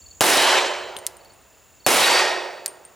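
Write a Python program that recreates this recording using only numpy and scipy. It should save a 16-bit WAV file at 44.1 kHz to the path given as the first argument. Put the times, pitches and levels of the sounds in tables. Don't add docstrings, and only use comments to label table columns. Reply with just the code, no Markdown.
import sys
import numpy as np
from scipy import signal
from scipy.io import wavfile

SR = 44100
rng = np.random.default_rng(int(sys.argv[2]) if len(sys.argv) > 2 else 0)


def wrap_up_sound(samples):
    columns = np.atleast_2d(samples).T
    tamed = np.clip(columns, -1, 1)
    steps = np.round(tamed * 32767).astype(np.int16)
    wavfile.write(sys.argv[1], SR, steps)


N = 130095
T = np.arange(N) / SR

# (time [s], relative level [dB], echo decay speed [ratio])
SHOTS = [(0.2079, 0.5, 1.015), (1.8644, -0.17, 1.03)]
# (frequency [Hz], relative density [dB])
BLAST_SPECTRUM = [(40, -7), (110, -23), (250, -1), (500, 0.5), (950, 2.5), (1400, -5), (2500, -6.5),
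                  (6000, -10.5), (11000, -9.5), (15500, -25.5)]
# (frequency [Hz], left-right correlation [-1..1])
BLAST_CORRELATION = [(40, -.85), (120, .2), (300, .7), (700, .84), (1200, .87), (2500, .95), (5000, .86),
                     (9000, .87), (12000, .95)]
def blasts():
    ground_delay_s, ground_db, boom_lag_s = .0068, 2, .00176
    gas = rms_one(noise(BLAST_SPECTRUM, BLAST_CORRELATION, lambda hz: hz / (hz + 900)))
    out = 0
    for s, db, _ in SHOTS:
        for start, level_db in (s, db), (s + ground_delay_s, db + ground_db):
            crack = from_db(10.5) * burst(start, length_s=.0018) * gas
            boom = from_db(21) * ring(start + boom_lag_s, hz=653, t60_s=.0067)
            out += from_db(level_db) * (crack + boom)
        swell = 3.5 - fall(s + boom_lag_s, db_per_s=900)
        thump = swell * ring(s + boom_lag_s, hz=139, t60_s=.045)
        out += from_db(db - 3) * thump * [[-.4], [1]]
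    return out


# (frequency [Hz], relative density [dB], base decay [dB/s], left over right [dB])
FOREST_BANDS = [(60, -40, 45, -9), (160, -31.5, 67, -9), (282, -13.5, 61.5, -9.5), (485, -1.5, 44, -7),
                (853, 1, 53.5, -3.5), (1260, -2, 59.5, -5), (1850, 2.5, 65, -3.5), (4280, -1.5, 74.5, -4),
                (6470, -5, 81, 6.5), (10300, -7, 107.5, 3), (15300, -16, 148, -12)]
# (frequency [Hz], relative density [dB])
FAR_SPECTRUM = [(100, -26), (300, -9), (550, 3.5), (1000, -0.5), (2000, -5.5), (5000, -22.5), (12000, -87)]
def echoes():
    def decay(db_per_s):
        return sum(from_db(db) * fall(s, db_per_s * speed) for s, db, speed in SHOTS)

    def through_trees(hz):
        flicker = from_db(clumps_db + 1.4 * drift(rate_hz=31))
        return decay(at_hz(FOREST_BANDS, hz, column=2)) * pan(at_hz(FOREST_BANDS, hz, column=3)) * flicker

    clumps_db = .5 * drift(rate_hz=13)
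    near = from_db(14.5) * decay(db_per_s=140.5) * noise(BLAST_SPECTRUM, BLAST_CORRELATION)
    near *= pan(-6.5) * from_db(1.6 * drift(rate_hz=76))
    far = from_db(-31) * decay(db_per_s=23.5) * noise(FAR_SPECTRUM, BLAST_CORRELATION)
    drone = from_db(-14.5) * pan(-20.5) * sum(ring(s, hz=364.5, t60_s=1.35) for s, *_ in SHOTS)
    forest = from_db(7.5) * noise(FOREST_BANDS, BLAST_CORRELATION, through_trees)
    return near + butter(forest, "low", hz=12200, order=6) + far + drone


# (frequency [Hz], relative level [dB])
FIRST_PLATE_MODES = [(1717, -41), (2955, -37), (3079, -36), (3235, -37), (3865, -45), (4043, -36),
                     (4457, -42), (6191, -43), (6578, -51), (7224, -45), (7413, -49), (8516, -53)]
SECOND_PLATE_MODES = [(1863, -32), (2573, -39), (3413, -43), (3876, -44), (4350, -44), (4549, -35),
                      (4646, -40), (4936, -42), (5324, -44), (5652, -47), (6621, -51), (8199, -53),
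                      (8516, -49)]
def plate(shot_s, modes, gain_db, pan_db):
    arrival_s = shot_s + .172
    out = from_db(-9) * fall(arrival_s, db_per_s=335) * band_noise(hz=3866, width_hz=210)
    for hz, db in modes:
        t60_s = .89 * (hz / 3000) ** -.032
        waver = 1 + .35 * drift(rate_hz=7.9)
        out += from_db(db + gain_db) * ring(arrival_s, hz, t60_s) * waver
    return out * pan(pan_db)


# (time [s], level [dB])
RESETS = [(1.0663, -12.5), (2.6607, -12.5)]
# (frequency [Hz], relative density [dB])
RESET_SPECTRUM = [(300, -35), (1100, -18), (1600, 0), (3000, -16), (4800, 3), (7500, -5), (10500, 2.5),
                  (13000, -14), (16000, -14)]
def trigger():
    envelope = 0
    for s, db in RESETS:
        snap = burst(s, length_s=.00082) + from_db(-11.5) * fall(s, db_per_s=3200)
        ground = from_db(-12.5) * fall(s + .005, db_per_s=5500)
        bushes = from_db(-32.5) * fall(s, db_per_s=228)
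        envelope += from_db(db) * (snap + ground + bushes)
    clicks = envelope * noise(RESET_SPECTRUM, correlation=[(300, 1), (12000, .9)])
    return butter(clicks, "high", hz=1430, order=4)


# (time [s], tick level [dB], ping level [dB], ping frequency [Hz])
BOUNCES = [(0.9655, -28, -49, 8818), (0.9710, -48, -29.5, 8840), (0.9881, -31.5, -35, 8700),
           (1.168, -42, -41, 8770), (1.247, -45, -70, 8818), (1.335, -62, -48, 8818),
           (1.415, -66, -54, 8818), (2.6791, -37, -22.5, 8750), (2.851, -47, -34, 8722)]
# (frequency [Hz], relative density [dB])
TICK_SPECTRUM = [(200, -1), (1000, -5), (3200, 2.5), (6000, -6.5), (10500, 5.5), (15500, -24)]
KNOCK_SPECTRUM = [(150, -11), (300, 3), (1200, -15), (2400, -1), (3400, 6), (4500, -9), (12000, -30)]
def cases():
    grit = noise(TICK_SPECTRUM, correlation=[(300, .93), (12000, .81)])
    out = 0
    for s, tick_db, ping_db, hz in BOUNCES:
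        tick = fall(s, db_per_s=3000) * grit
        ping = ring(s, hz, t60_s=.038) + from_db(-20) * ring(s, hz, t60_s=.31)
        out += from_db(tick_db) * tick + from_db(ping_db) * ping
    knock = fall(start_s=.9662, db_per_s=4000) * noise(KNOCK_SPECTRUM, correlation=[(300, 1), (12000, 1)])
    return (out + from_db(-26) * knock) * pan(9.5)


# (time [s], level [dB])
CHIRPS = [(0.011, -48.5), (0.055, -43), (0.104, -43), (1.2, -52), (1.246, -49.5), (1.294, -49.5),
          (1.795, -52), (1.84, -41.5)]
def cricket():
    start_hz, sag_hz_per_s, pulse_s = 4540, 6500, .023
    pulses = 0
    for s, db in CHIRPS:
        age_s = np.clip(T - s, 0, pulse_s)
        envelope = np.sin(np.pi * age_s / pulse_s) ** 2
        cycles = (start_hz - sag_hz_per_s * age_s / 2) * age_s
        pulses += from_db(db) * envelope * np.sin(2 * np.pi * cycles)
    leaves = rms_one(rng.standard_normal((2, N)) * fall(0, db_per_s=167)) / np.sqrt(N)
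    return pulses + from_db(-7) * signal.fftconvolve(pulses[None], leaves)[:, :N]


# (time [s], level [dB])
BUZZ_LEVELS = [(0, -51.5), (.2, -51.5), (1.2, -63), (1.8, -59.5), (2.5, -64.5), (2.95, -62.5)]
def insects():
    trill = from_db(-71.5) * band_noise(hz=2670, width_hz=145) * (1 + sine(hz=26))
    throb = 1 + .33 * sine(hz=47, phase_rad=drift(rate_hz=2.7))
    return trill + band_noise(hz=7030, width_hz=700) * throb * fader(BUZZ_LEVELS)


# (time [s], level [dB])
WIND_LEVELS = [(0, -49), (.15, -54), (.7, -61), (1.1, -60), (1.8, -62), (2.3, -73), (2.95, -72)]
# (frequency [Hz], relative density [dB])
WIND_SPECTRUM = [(25, -5), (55, 5), (100, -2), (160, -15), (300, -16), (1000, -72)]
def wind():
    return fader(WIND_LEVELS) * noise(WIND_SPECTRUM, correlation=[(40, .15), (150, .69)])


# (frequency [Hz], relative density [dB])
AIR_SPECTRUM = [(30, -2), (200, -11), (600, -10.5), (1500, -17), (4500, -21.5), (9000, -25), (15500, -27)]
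def air():
    hush = noise(AIR_SPECTRUM, correlation=[(120, .2), (400, .77), (3000, 1), (12000, .87)])
    return from_db(-56) * hush + from_db(-63) * sine(hz=15500)


def from_db(db):
    return 10 ** (np.asarray(db) / 20)


def rms_one(x):
    return x / np.sqrt(np.mean(x ** 2) + 1e-20)


def at_hz(table, hz, column=1):
    rows = np.array(table)
    return np.interp(np.log(hz), np.log(rows[:, 0]), rows[:, column])


def fader(levels):
    return from_db(np.interp(T, *np.transpose(levels)))


def pan(db):
    return rms_one(from_db([[db / 2], [-db / 2]]))


def butter(x, kind, hz, order):
    return signal.sosfilt(signal.butter(order, hz, kind, fs=SR, output="sos"), x)


def drift(rate_hz):
    hop, warmup = 40, 2000
    pole = np.exp(-2 * np.pi * rate_hz * hop / SR)
    white = rng.standard_normal(N // hop + warmup + 2)
    slow = signal.lfilter([1], [1, -2 * pole, pole * pole], white)[warmup:]
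    return np.interp(np.arange(N) / hop, np.arange(len(slow)), rms_one(slow))


def fall(start_s, db_per_s):
    return (T >= start_s) * from_db(-np.clip((T - start_s) * db_per_s, 0, 200))


def burst(start_s, length_s):
    return (T >= start_s) * np.exp(-np.minimum(np.abs(T - start_s) / length_s, 10) ** 2)


def sine(hz, phase_rad=0):
    return np.sin(2 * np.pi * hz * T + phase_rad)


def ring(start_s, hz, t60_s):
    return fall(start_s, 60 / t60_s) * np.sin(2 * np.pi * hz * (T - start_s))


def noise(spectrum, correlation, shape=lambda hz: 1):
    edges_hz = 16500 / 2 ** np.arange(9, -.1, -.5)
    white = rng.standard_normal((2, 2, N))
    out = power = 0
    for k, (low, high) in enumerate(zip(edges_hz, edges_hz[1:])):
        mid, side = rms_one(butter(white[k % 2], "band", [low, high], order=2))
        hz = np.sqrt(low * high)
        alike = np.clip(at_hz(correlation, hz), -1, 1)
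        gain = from_db(at_hz(spectrum, hz)) * np.sqrt(high - low)
        band = np.sqrt(1 + alike) * mid + np.sqrt(1 - alike) * side * [[1], [-1]]
        out += gain * shape(hz) * band
        power += 2 * gain ** 2
    return out / np.sqrt(power)


def band_noise(hz, width_hz):
    white = rng.standard_normal(N) + .5 * rng.standard_normal((2, N))
    return rms_one(butter(white, "band", [hz - width_hz / 2, hz + width_hz / 2], order=2))


def scene():
    plates = plate(SHOTS[0][0], FIRST_PLATE_MODES, gain_db=19.5, pan_db=-4)
    plates += plate(SHOTS[1][0], SECOND_PLATE_MODES, gain_db=17.5, pan_db=-5)
    background = air() + wind()
    return blasts() + echoes() + plates + trigger() + cases() + cricket() + insects() + background


def mid_side_filter(x):
    mid = butter(x.mean(axis=0), "high", hz=70, order=2)
    side = butter((x[0] - x[1]) / 2, "low", hz=9800, order=8)
    return mid + from_db(-2.5) * side * [[1], [-1]]


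def limiter(x):
    threshold_db, attack_s, release_db_per_s = -14.5, .006, 198.5
    pole = np.exp(-1 / (attack_s * SR))
    power = signal.lfilter([1 - pole], [1, -pole], np.mean(x ** 2, axis=0))
    excess_db = np.maximum(10 * np.log10(power + 1e-12) - threshold_db, 0)
    release_db = release_db_per_s * T
    cut_db = np.maximum.accumulate(excess_db + release_db) - release_db
    return x * from_db(-cut_db)


def record(dry):
    ceiling, cutoff_hz = .6, 16000
    clipped = ceiling * np.tanh(limiter(mid_side_filter(dry)) / ceiling)
    return signal.sosfilt(signal.ellip(10, .2, 80, cutoff_hz, fs=SR, output="sos"), clipped)


dry = scene()
out = record(dry)
wrap_up_sound(out)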